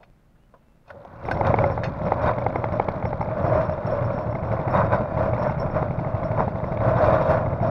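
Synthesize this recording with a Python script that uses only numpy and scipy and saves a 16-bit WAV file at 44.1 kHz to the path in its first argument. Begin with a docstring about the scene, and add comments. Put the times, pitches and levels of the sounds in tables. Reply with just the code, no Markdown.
"""On a quiet pond, a small one-cylinder boat engine is pull-started and idles, heard from a closed case
on the hull. First come lapping water, a few handling taps and two faint bird whistles; then the
starter clanks and the boat wallows. Each firing thumps and jolts loose gear, which rattles in surges
through the hull. The engine knocks on its mount, metal parts jingle, and the valves tick until the
engine settles. The case adds a hollow note and muffles the sounds that come through its wall."""
import sys
import numpy as np
from scipy import signal
from scipy.io import wavfile
from scipy.ndimage import uniform_filter1d

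SR = 44100
rng = np.random.default_rng(int(sys.argv[2]) if len(sys.argv) > 2 else 0)


def transcribe(signal):
    """Save signal, clipped to [-1, 1], as a 16-bit WAV file at the path in sys.argv[1]."""
    frames = np.atleast_2d(signal).T
    limited = np.clip(frames, -1, 1)
    pcm = np.round(limited * 32767).astype(np.int16)
    wavfile.write(sys.argv[1], SR, pcm)


N = 339570
T = np.arange(N) / SR


def gain_of(db):
    """Turns decibels into a number to multiply by."""
    return 10 ** (np.asarray(db) / 20)


def evened(x):
    """Scales a sound to an average (rms) strength of 1."""
    return x / np.sqrt(np.mean(x ** 2) + 1e-20)


def curve(rows, column, before=-120):
    """Joins a table column with straight lines over time; it starts out at `before`."""
    rows = np.array(rows)
    return np.interp(T, rows[:, 0], rows[:, column], left=before)


def wander(step_s):
    """A wavering line with a new random value every step."""
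    knots = np.arange(0, T[-1] + 1, step_s)
    return np.interp(T, knots, rng.standard_normal(len(knots)))


def add(mix, s, sound):
    """Mixes a short sound in at s seconds."""
    part = mix[max(round(s * SR), 0):][:len(sound)]
    part += sound[:len(part)]


def coloured(x, points):
    """Gives a sound the tone colour of (f/Hz, level/dB) points; clicks keep their sharp start."""
    hz, db = np.transpose(points)
    size = 8192
    grid = abs(np.fft.fftfreq(size, 1 / SR))
    grid_db = np.interp(np.log(grid + 1), np.log(hz + 1), db)
    log_gain = np.log(gain_of(np.maximum(grid_db, -100)))
    response = np.exp(np.conj(signal.hilbert(log_gain)))  # nothing rings ahead of a click
    taps = np.fft.ifft(response).real[:size // 2]
    return evened(signal.oaconvolve(x, taps)[:len(x)])


def ring(x, hz, width):
    """Makes a sound ring at one pitch; a smaller width rings longer."""
    r = np.exp(-np.pi * width / SR)
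    return 2 * signal.lfilter([1 - r], [1, -r * np.exp(2j * np.pi * hz / SR)], x).real


def clear_ring(x, hz, width):
    """Rings twice over for a cleaner note, at strength 1."""
    return evened(ring(ring(x, hz, width), hz, width))


def rings(x, notes):
    """An object that rings at several (f/Hz, width/Hz, level/dB) notes at once."""
    return sum(gain_of(db) * clear_ring(x, hz, width) for hz, width, db in notes)


def chatter(per_s, spread_db, hiss):
    """Random hits of very unequal size, over a hiss of hits too many to tell apart."""
    size = gain_of(spread_db * np.minimum(rng.exponential(1, N), 4))
    sign = rng.choice([-1., 1.], N)
    hit = rng.random(N) < per_s / SR
    return evened(size * sign * hit) + hiss * rng.standard_normal(N)


# tone colour of air and water: f/Hz, level/dB
POND_COLOUR = [(12, -27), (20, 8.5), (42, 3), (81, -5), (137, -1), (454, -16.5), (567, -14.5), (1140, -23),
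               (1270, -21.5), (3880, -38), (15600, -56.5)]

def pond():
    """Soft air noise and small lapping waves, heard through the case."""
    return gain_of(-56.5) * coloured(chatter(per_s=36, spread_db=3, hiss=2.8), POND_COLOUR)


# bird calls, one list for each whistle: t/s, f/Hz, level/dB
BIRD_WHISTLES = [
    [(0.38, 2650, -87), (0.41, 2838, -82), (0.456, 2992, -79), (0.48, 2887, -90)],
    [(0.65, 2684, -88), (0.698, 2692, -81), (0.746, 2630, -86), (0.78, 2758, -85), (0.79, 2691, -97)],
]

def bird():
    """A far bird whistles pure, sliding tones."""
    out = np.zeros(N)
    for rows in BIRD_WHISTLES:
        s, hz, db = np.transpose(rows)
        t = np.arange(s[0], s[-1], 1 / SR)
        phase = 2 * np.pi * np.cumsum(np.interp(t, s, hz)) / SR
        add(out, s[0], np.sqrt(2) * gain_of(np.interp(t, s, db)) * np.sin(phase))
    return out


# swell of the water under the boat: t/s, level/dB
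SLOSH = [(1.15, -70), (1.3, -47), (1.6, -42.5), (2.0, -45), (2.6, -62)]

def wallow():
    """The pull on the starter rocks the boat, and water sloshes deep under the hull."""
    level_db = np.where(T < SLOSH[-1][0], curve(SLOSH, 1), -120)
    return gain_of(level_db) * clear_ring(rng.standard_normal(N), hz=38, width=28)


# notes of the starter housing: f/Hz, width/Hz, level/dB
STARTER_NOTES = [(2500, 110, 8), (2720, 120, 2.5), (3610, 90, 0), (4340, 110, -0.5), (5070, 160, -4),
                 (6330, 90, -11)]
# taps and clanks: t/s, relative level/dB, body f/Hz, then ring, case and treble each as level/dB
# over the body, and last the time to fade by 60 dB, t/s
TAPS_AND_CLANKS = [(.003, -39, 670, -24, -15, -20, 0.24), (.03, -35.5, 1930, -22, -9, -10, 0.059),
                   (.357, -53, 1270, -4, 4, -30, 0.074), (.538, -43, 940, 4, 9, -50, 0.1),
                   (.877, -42.5, 685, 3, -1, 2, 0.035), (.902, -27.5, 1446, 4, 7.5, -28, 0.051),
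                   (.945, -40, 600, -8, 8, -39, 0.053), (1.049, -28.5, 620, -4, 9.5, -30, 0.022),
                   (1.311, -19.5, 1555, 12.5, 10, -6, 0.05), (1.465, -19, 1010, -6, 9, -23, 0.13),
                   (1.834, -15, 1400, -13, 5, -8, 0.12)]

def clanks():
    """Handling taps and starter clanks: a dying scrape shakes the struck part, case and housing."""
    t, out = np.arange(6000) / SR, np.zeros(N)
    bright_band = signal.butter(4, [2700, 6300], "band", fs=SR, output="sos")
    for s, db, hz, ring_db, case_db, treble_db, fade_s in TAPS_AND_CLANKS:
        fade = gain_of(-60 * t / fade_s) * np.minimum(t / .0007, 1)
        scrape, fizz = fade * rng.standard_normal((2, len(t)))
        body_band = signal.butter(3, [hz / 1.9, hz * 1.37], "band", fs=SR, output="sos")
        body = evened(signal.sosfilt(body_band, scrape))
        body += gain_of(ring_db) * clear_ring(scrape, hz, 160)
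        case = clear_ring(scrape, CASE_NOTES[0][0], 230)
        case += .45 * evened(ring(scrape, CASE_NOTES[1][0], 28))
        treble = .6 * evened(signal.sosfilt(bright_band, fizz)) + rings(fizz, STARTER_NOTES)
        clank = body + gain_of(case_db) * evened(case) + gain_of(treble_db) * evened(treble)
        add(out, s, gain_of(db - 13) * np.sqrt(np.mean(fade ** 2)) * clank)
    return out


# crisp snaps: t/s, relative level/dB
SNAP_HITS = [(0.8994, -62), (1.258, -61), (1.3124, -50), (1.4651, -63), (1.5958, -70), (1.701, -70),
             (1.8347, -58), (2.0443, -71), (2.2348, -66.5), (2.387, -63), (2.4643, -69), (2.5501, -65),
             (2.6339, -68), (3.2076, -72)]
# their tone colour: f/Hz, level/dB
SNAP_COLOUR = [(6000, -37.5), (8000, -3.5), (8900, 2.5), (10200, -5.5), (10800, -7.5), (12400, -0.5),
               (13300, -12.5), (15500, -20), (17000, -43)]

def snaps(fired):
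    """Gritty, very high snaps arrive through the air; every firing adds a faint one."""
    t, level = np.arange(SR // 8) / SR, np.zeros(N)
    shape = gain_of(-60 * t / .05) * np.minimum(t / .001, 1)
    for hits, offset_db in [(SNAP_HITS, -8), (fired, -63.5)]:
        for s, db in hits:
            add(level, s, gain_of(db + offset_db) * shape)
    return level * coloured(chatter(1500, 2.5, .7), SNAP_COLOUR)


# ticks of the valve gear: t/s, relative level/dB
VALVE_TICKS = [(1.2378, -51), (1.2887, -52), (1.3113, -30.5), (1.345, -46), (1.3715, -42), (1.4036, -45),
               (1.4318, -50), (1.449, -46), (1.468, -32.5), (1.5236, -50), (1.5391, -49), (1.5601, -45),
               (1.586, -42), (1.6593, -43), (1.7541, -50), (1.7756, -50), (1.841, -32), (1.967, -53),
               (2.1223, -43), (2.1397, -45), (2.1722, -52), (2.1931, -50), (2.2161, -45), (2.2305, -41),
               (2.2605, -38), (2.3857, -46), (2.4416, -46), (2.4635, -46), (2.4825, -46), (2.557, -44),
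               (2.6461, -44.5), (2.7229, -46), (2.7733, -52), (2.7972, -48), (2.8177, -49), (2.8875, -41),
               (2.9215, -50), (2.9399, -54), (3.0502, -46), (3.2088, -46), (3.3006, -50)]
TICK_HZ, TICK_WIDTH_HZ, SETTLED_S = 3520, 680, 3.3

def valve_ticks():
    """The valves tick with one broad metal ring until the engine settles; faint strays fall between."""
    t, out = np.arange(400) / SR, np.zeros(N)
    gap_s = 1 / 60  # between stray ticks, on average
    slots = np.arange(.91, SETTLED_S - gap_s, gap_s)
    late, loud = rng.random((len(slots), 2)).T
    before_firing = slots < ENGINE_PACE[0][1]
    strays = list(zip(slots + late * gap_s, -62.5 - 12 * before_firing + 12 * loud))
    for s, db in [(s, db - 3.5) for s, db in VALVE_TICKS] + strays:
        add(out, s, gain_of(db - 60 * t / .026) * rng.standard_normal(len(t)))
    width = 2.8 * TICK_WIDTH_HZ
    return gain_of(7) * ring(ring(out, TICK_HZ, width), TICK_HZ, width)


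# how hard the boat shakes: t/s, rattle level/dB, then harsh band and treble as level/dB relative to it
BOAT_SHAKE = [(.84, -78, 2, -11), (.91, -55.5, 11, -3.5), (.93, -51.5, -5, -34), (1.2, -48.5, 2.5, -21),
              (1.27, -29.5, -8.5, -30), (1.42, -26, -11, -43), (1.47, -17, -6, -30), (1.53, -25, -8.5, -41),
              (1.64, -21, -8, -36), (1.76, -33, -7, -34), (1.93, -38.5, -2.5, -34), (2.08, -27, -9.5, -33),
              (2.16, -32, -4, -37), (2.29, -20.5, -2, -32), (2.35, -32, -6.5, -35), (2.8, -32.5, -4, -32.5),
              (3.19, -36.5, -5, -36), (3.34, -33.5, -3.5, -31), (3.46, -24.5, -7.5, -36.5),
              (3.59, -22.5, -3.5, -33.5), (3.69, -32.5, -5, -29), (3.8, -35.5, -4, -29),
              (3.9, -28, -5.5, -32), (4.41, -33.5, -7.5, -33.5), (4.53, -26.5, -6.5, -34),
              (4.62, -32, -5.5, -31), (4.715, -26.5, -4.5, -38), (4.75, -23, 1, -29.5),
              (4.81, -20.5, -3.5, -37), (4.895, -30, -7, -38), (4.935, -20.5, 0.5, -32),
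              (4.97, -24.5, -5.5, -36), (5.07, -34, -5.5, -35.5), (5.23, -23.5, -5.5, -32.5),
              (5.32, -29, -8, -37), (5.46, -24, -4, -33.5), (5.54, -34.5, -4, -30), (5.64, -26, -8, -41),
              (5.7, -35, -4.5, -33), (5.77, -24.5, -5, -35), (5.9, -33.5, -7.5, -33.5),
              (6.34, -31.5, -6, -31.5), (6.4, -23.5, -5, -38), (6.51, -34.5, -8.5, -32),
              (6.8, -30.5, -6.5, -33), (6.86, -19.5, -7.5, -37), (6.95, -23.5, -8.5, -39),
              (7.03, -18, -6.5, -33.5), (7.14, -19, -5, -34.5), (7.24, -23.5, -8, -35.5),
              (7.32, -18, -5.5, -32.5), (7.45, -26.5, -10.5, -46), (7.6, -31.5, -9.5, -36.5),
              (7.65, -24.5, -8, -36), (7.7, -22.5, -9.5, -39)]
CALM_DB, CALM_TREBLE_DB = -29, -67.5  # shaking at a calm idle

def shaking():
    """The surges in dB: rattle over calm, treble over calm, and harsh band over rattle."""
    rattle_db, harsh_db, treble_db = (curve(BOAT_SHAKE, column) for column in (1, 2, 3))
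    return rattle_db - CALM_DB, rattle_db + treble_db - CALM_TREBLE_DB, harsh_db


# how loudly the clearest metal rings: t/s, level/dB
RING_SWELLS = [(1.25, -75), (1.45, -77), (1.46, -50), (1.54, -73), (1.8, -80), (1.84, -62), (1.91, -78),
               (2.2, -72), (2.27, -52.5), (2.38, -80), (4.2, -73.5), (4.27, -84), (4.72, -72), (4.75, -58),
               (4.91, -69), (4.94, -55), (5.04, -75), (5.08, -71), (6.33, -78.5), (6.4, -67), (6.6, -80),
               (7.1, -57.5), (7.61, -77.5), (7.65, -64), (7.7, -74)]
# its notes: f/Hz, width/Hz, level/dB
RING_NOTES = [(3730, 55, 0), (4675, 80, -9), (2400, 40, 5)]

def ringing_metal(shared_hits):
    """Loose metal rings at a few clear notes, each struck by shared hits and by its own."""
    swell_db = curve(RING_SWELLS, 1)
    return sum(gain_of(swell_db + db) * clear_ring(shared_hits + chatter(89, 2.9, .25), hz, width)
               for hz, width, db in RING_NOTES)


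# notes of the loose metal parts: f/Hz, width/Hz, level/dB
METAL_NOTES = [(3300, 65, -2.5), (4240, 49, -5.5), (5240, 45, 0.5), (5450, 44, 8), (6340, 70, -32),
               (7160, 40, -25.5), (8520, 140, -27), (9340, 63, -29), (9650, 50, -32), (10000, 80, -31),
               (11350, 60, -29), (12200, 94, -27.5), (12800, 75, -36)]
# bursts of jingling: t/s, relative level/dB
JINGLE_BURSTS = [(1.2513, -57), (1.3122, -43), (1.3731, -54), (1.4618, -58), (1.5402, -65), (1.5861, -62),
                 (1.6255, -62), (1.6574, -54), (1.7068, -50), (1.8345, -54), (2.0111, -63), (2.046, -56),
                 (2.2161, -48), (2.3857, -60), (2.5559, -57), (2.723, -53), (3.0517, -49), (3.2079, -50),
                 (3.4678, -58), (3.5671, -61), (3.8629, -46), (3.9053, -53), (3.9537, -62), (4.0415, -52),
                 (4.3064, -58), (4.3473, -57), (4.4436, -54), (4.5159, -60), (4.7015, -47), (4.7389, -62),
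                 (4.7858, -55), (4.8566, -62), (4.934, -52), (5.1899, -57), (5.2512, -67), (5.3056, -66),
                 (5.4189, -49), (5.4707, -57), (5.5945, -46), (5.7002, -60), (5.7875, -60), (6.2405, -51.5),
                 (6.3657, -64), (6.4001, -57), (6.6615, -55), (6.9, -55), (6.9783, -51), (7.0357, -60),
                 (7.1404, -61), (7.2033, -57), (7.2861, -55), (7.334, -48), (7.6194, -54), (7.6623, -56)]
# stretches where the middle notes keep singing: start t/s, end t/s, level/dB
METAL_SINGS = [(3.41, 3.75, -74.5), (3.86, 3.98, -81), (4.12, 4.24, -75), (5.25, 5.3, -80),
               (5.38, 5.52, -74), (5.58, 5.64, -73), (5.7, 5.8, -83)]

def jingle(shared_hits, jolt):
    """Scattered hits make small metal parts jingle; the high notes wake in hard shaking."""
    shake_db, bright_db, _ = shaking()
    asleep_db = -8 * (T < 2)  # low and high notes are weaker early on
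    low = gain_of(-78 + 1.2 * bright_db + asleep_db)
    middle = gain_of(-85 + .72 * shake_db + 8 * jolt)
    high = gain_of(-73 + 1.6 * bright_db + asleep_db)
    t, first_blows = np.arange(SR // 4) / SR, np.zeros(N)
    rise_s, fade_s = .0025, .1
    for s, db in JINGLE_BURSTS:
        burst = gain_of(db - 12 - 60 * t / fade_s) * np.minimum(t / rise_s, 1)
        add(middle, s, burst)
        add(high, s, gain_of(6.5) * burst)
        add(first_blows, s + rise_s, gain_of([21.5]))
    for start, end, db in METAL_SINGS:
        middle += gain_of(db) * np.clip(np.minimum(T - start, end - T) / .012, 0, 1)
    together, out = wander(.035), np.zeros(N)
    for hz, width, db in METAL_NOTES:
        strikes = evened(shared_hits + chatter(110, 3, .6)) + first_blows * rng.uniform(-1, 1, N)
        if hz < 6000:
            strikes *= low if hz < 5000 else middle
        else:  # high notes come and go, partly together
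            strikes *= high * gain_of(3.2 * together + 2.16 * wander(.035))
        make_up = np.sqrt(SR / (2 * np.pi * width))  # keeps narrow notes as loud as wide ones
        out += gain_of(db) * make_up * ring(ring(strikes, hz, 1.1 * width), hz, 6.2 * width)
    return out


# the hollow note of the case: t/s, f/Hz, level/dB over the rattle
HOLLOW_NOTE = [(.9, 570, 4), (1.25, 571, -11), (1.28, 623, -20), (1.77, 568, -9), (1.82, 606.6, -5.5),
               (3.91, 617.6, 0.5), (4.0, 580, -1.5), (4.39, 628, -4.5), (5.92, 605.6, -6), (6.12, 634, -2),
               (6.8, 619.4, -3.5), (7.57, 628, -9), (7.61, 650, -3.5), (7.7, 617, -10.5)]

def hollow_note(hits):
    """The case rings with a hollow note that wanders in pitch and swells."""
    _, first_hz, first_db = HOLLOW_NOTE[0]
    hz = curve(HOLLOW_NOTE, 1, before=first_hz) + 11 * wander(.03)
    turn = np.exp(2j * np.pi * np.cumsum(hz) / SR)
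    r = np.exp(-np.pi * 87 / SR)  # 87 Hz wide
    # shift the note down to 0 Hz, smooth twice, shift it back up
    smooth = signal.lfilter([1], np.convolve([1, -r], [1, -r]), hits / turn)
    return gain_of(curve(HOLLOW_NOTE, 2, before=first_db)) * evened((turn * smooth).real)


# notes of the case's air and walls, and of the loose gear: f/Hz, width/Hz, level/dB
CASE_NOTES = [(637, 184, 2), (566, 100, 0), (335.5, 73, -10.5)]
GEAR_NOTES = [(995, 9, -23.5), (1426, 53, -13), (1554, 94, -14.5), (2650, 69, -49.5)]
# tone colours of the rattle's harsh middle and its treble: f/Hz, level/dB
HARSH_COLOUR = [(410, -32), (700, 0), (767, -2.5), (1020, -0.5), (1290, -9), (1460, -10), (1650, -15),
                (1910, -17.5), (2450, -21.5), (3000, -66.5), (3900, -46.5), (6600, -120)]
TREBLE_COLOUR = [(1590, -25.5), (2700, 7), (2960, -7), (3660, -4), (4970, -9.5), (5400, -7), (5640, -15),
                 (5790, -12), (7600, -21), (9880, -49), (16700, -120)]

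def gear_rattle(jolt):
    """Loose gear rattles; the same hits sound in the case, in a harsh band above it and as treble."""
    shake_db, bright_db, harsh_db = shaking()
    hits = chatter(900, 2.6, .9)
    case = evened(rings(hits, [(hz, 1.01 * width, db) for hz, width, db in CASE_NOTES]))
    case = gain_of(-4) * case + hollow_note(hits)
    harsh = evened(coloured(hits, HARSH_COLOUR) + rings(hits, GEAR_NOTES))
    treble = coloured(hits + 6.1 * chatter(200, 1.9, .87), TREBLE_COLOUR)
    treble += .5 * clear_ring(chatter(70, 2.6, 0), TICK_HZ, TICK_WIDTH_HZ)
    rattle = gain_of(CALM_DB + shake_db + 2 * jolt) * (case + gain_of(harsh_db) * harsh)
    return rattle + gain_of(-69.5 + bright_db + 9 * jolt) * treble


# tone colour of the droning hull: f/Hz, level/dB
DRONE_COLOUR = [(12, -51.5), (20, -4.5), (54, -18), (84, -0.5), (113, -4), (190, -7.5), (271, -14),
                (321, -13.5), (361, -15.5), (450, -21), (580, -34.5), (990, -120)]

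def hull_drone(jolt):
    """The shaken hull drones and its panels boom."""
    shake_db, _, _ = shaking()
    hits = chatter(140, 2.2, .93)
    boom = gain_of(-8) * clear_ring(hits, hz=112.1, width=22)
    drone = evened(coloured(hits, DRONE_COLOUR) + boom)
    follows = np.where(shake_db > -10, .48, 1)  # grows more slowly once the shaking is strong
    return gain_of(-31.5 + follows * (shake_db + 6) + 5.5 * jolt) * drone


# big knocks: t/s, relative level/dB of the high notes, level/dB of the low notes over them
MOUNT_KNOCKS = [(1.2515, -28, -4), (1.2861, -32, 14.5), (1.3111, -30.5, 10), (1.3719, -34, 7),
                (1.4104, -28, 15.5), (1.4488, -21, -8), (1.5406, -18, 8.5), (1.587, -17.5, 6.5),
                (1.6396, -21, 9), (1.6997, -27, 2), (1.7768, -32, 16), (1.8419, -21, -7), (2.068, -39, 18),
                (2.082, -29, 5), (2.1195, -25.5, 15.5), (2.291, -24, 2), (2.334, -29, 2.5),
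                (2.3826, -26, 4), (2.4221, -31, 2), (2.4641, -27, 15.5), (2.504, -33, 3),
                (2.5576, -24, 11.5), (2.6405, -21, 7.5), (2.7217, -30.5, 5.5), (2.7976, -20.5, 10),
                (2.8847, -25, 10.5), (3.0253, -32.5, 10), (3.053, -23.5, 7), (3.1289, -30, 13.5),
                (3.2123, -35, 16), (3.532, -29, 5), (4.021, -39, 6), (4.178, -46.5, 26), (4.267, -45, 13),
                (4.3522, -32, 12.5), (4.432, -30, -4), (4.5163, -28, -5), (4.6813, -34.5, 13.5),
                (5.3331, -33, 17), (5.3649, -28, 1), (5.4596, -28, -1), (5.4951, -27, 3.5),
                (5.826, -36.5, 19), (5.905, -51, 4), (6.046, -35.5, 12.5), (6.2, -46, 14),
                (6.2364, -29, -5), (6.3155, -39.5, 19), (6.376, -38, 17), (6.403, -35, 23),
                (6.479, -39.5, 22.5), (6.6407, -38.5, 15.5), (6.7243, -39, 15), (6.7722, -24.5, -2.5),
                (7.46, -40, 11)]
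# notes of the mount: f/Hz, time to fade by 60 dB t/s, level/dB, highness (0 low note, 1 high note)
MOUNT_NOTES = [(789, 0.011, 4.5, 0.0064), (531, 0.016, -1.5, 0.079), (1072, 0.016, -12.5, 0),
               (1365, 0.011, -12.5, 0), (2120, 0.014, -9, 0.51), (1720, 0.016, -16.5, 0.56),
               (2430, 0.009, -18, 1), (2760, 0.0074, -24.5, .9), (3650, 0.014, -31, 1)]

def mount_knocks(fired):
    """The engine knocks on its mount, which rings briefly and a little differently each time."""
    t, out = np.arange(1500) / SR, np.zeros(N)
    seating = [(s + .003475, db - 19.5, 9) for s, db in fired]  # each firing seats the engine softly
    gap_s = 1 / 34  # between small knocks, on average
    slots = np.arange(ENGINE_PACE[0][1], T[-1], gap_s)
    clatter = [(s + late * gap_s, -48.5 + 10 * loud, 6 + 10 * deep)
               for s, (late, loud, deep) in zip(slots, rng.random((len(slots), 3)))]
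    for s, db, low_db in [*MOUNT_KNOCKS, *seating, *clatter]:
        for hz, fade_s, note_db, highness in MOUNT_NOTES:
            bend, luck = rng.uniform(-.83, 1, 2)
            rise = 1 - np.exp(-(t / (.0012 - .00021 * highness)) ** 2)  # low notes build up later
            level_db = db + note_db + low_db * (1 - highness) + 2.5 * luck + 10
            tone = np.sin(2 * np.pi * hz * (1 + .07 * bend) * t)
            add(out, s, gain_of(level_db - 60 * t / fade_s) * rise * tone)
    return out


# the engine speeds up to its idle: firing number, t/s
ENGINE_PACE = [(0, 1.273), (2, 1.497), (4, 1.705), (6, 1.876), (10, 2.223), (12, 2.379), (16, 2.728),
               (20, 3.046), (24, 3.364), (54, 5.822), (68, 6.96), (77, 7.699)]
# strength of the firings: t/s, level/dB, level/dB taken off every second firing
FIRING_STRENGTH = [(1.27, -30, 9), (1.5, -14, 17.5), (1.9, -18.5, 7.5), (2.22, -25.5, 21), (2.3, -37, 8),
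                   (2.38, -22, 4), (2.55, -31, 3.5), (2.72, -18, 19), (3.3, -18.5, 1.5), (3.42, -27, -12),
                   (3.65, -15, 3.5), (3.801, -15, 13), (4.049, -18.5, 3), (4.851, -17, -2),
                   (5.05, -16, 13.5), (5.35, -16, 0), (5.55, -19.5, -2), (5.801, -15, 1.5), (6.6, -17.5, 0),
                   (6.9, -14.5, -0.5), (7.7, -17.5, 2.5)]

def firings():
    """The cylinder's slightly uneven, often limping beat, as rows of t/s, level/dB."""
    number, s = np.transpose(ENGINE_PACE)
    count = np.arange(int(number[-1]))
    times = np.interp(count, number, s)
    when, full_db, drop_db = np.transpose(FIRING_STRENGTH)
    db = np.interp(times, when, full_db) - count % 2 * np.interp(times, when, drop_db)
    return np.transpose([times + .0018 * rng.standard_normal(len(count)), db])


def jolts(fired):
    """Each firing jolts the loose gear: a quick rise and a slower fall, swinging around zero."""
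    t, out = np.arange(SR // 5) / SR, np.zeros(N)
    shape = np.minimum(t / .0065, 1) * np.exp(-t / .091)
    for s, db in fired:
        add(out, s, min(gain_of(db + 18), 1) * shape)
    return out - uniform_filter1d(out, SR // 6)


def exhaust(fired):
    """Each firing thumps the air: a push, a deep pull and a small rebound."""
    t, out = np.arange(-440, 880) / SR, np.zeros(N)
    swell = np.exp(-(t / np.where(t < 0, .005, .0052)) ** 2)
    thump = -swell * np.cos(2 * np.pi * 128 * t - .25)
    for s, db in fired:
        add(out, s + t[0], gain_of(db) * thump)
    return out


def scene():
    """Mixes everything into one channel; the case wall takes the top treble off engine and boat."""
    fired = firings()
    jolt = jolts(fired)
    engine = exhaust(fired) + mount_knocks(fired) + valve_ticks()
    boat = clanks() + gear_rattle(jolt) + hull_drone(jolt) + wallow()
    metal_hits = chatter(140, 2.8, .6)
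    metal = ringing_metal(metal_hits) + jingle(metal_hits, jolt)
    case_wall = signal.butter(8, 6630, fs=SR, output="sos")
    return (pond() + bird() + snaps(fired) + metal + signal.sosfilt(case_wall, engine + boat))[None]


def record(dry):
    """Fades the last 2 ms, adds a faint steady hiss and cuts off the very highest treble."""
    fade_out = np.minimum((T[-1] - T) / .002, 1)
    noisy = fade_out * dry + gain_of(-81) * rng.standard_normal(N)
    padded = np.pad(noisy, ((0, 0), (255, 255)), "reflect", reflect_type="odd")
    treble_cut = signal.firwin(511, 15750, window=("kaiser", 9), fs=SR)
    return signal.oaconvolve(padded, treble_cut[None], "valid")


dry = scene()
out = record(dry)
transcribe(out)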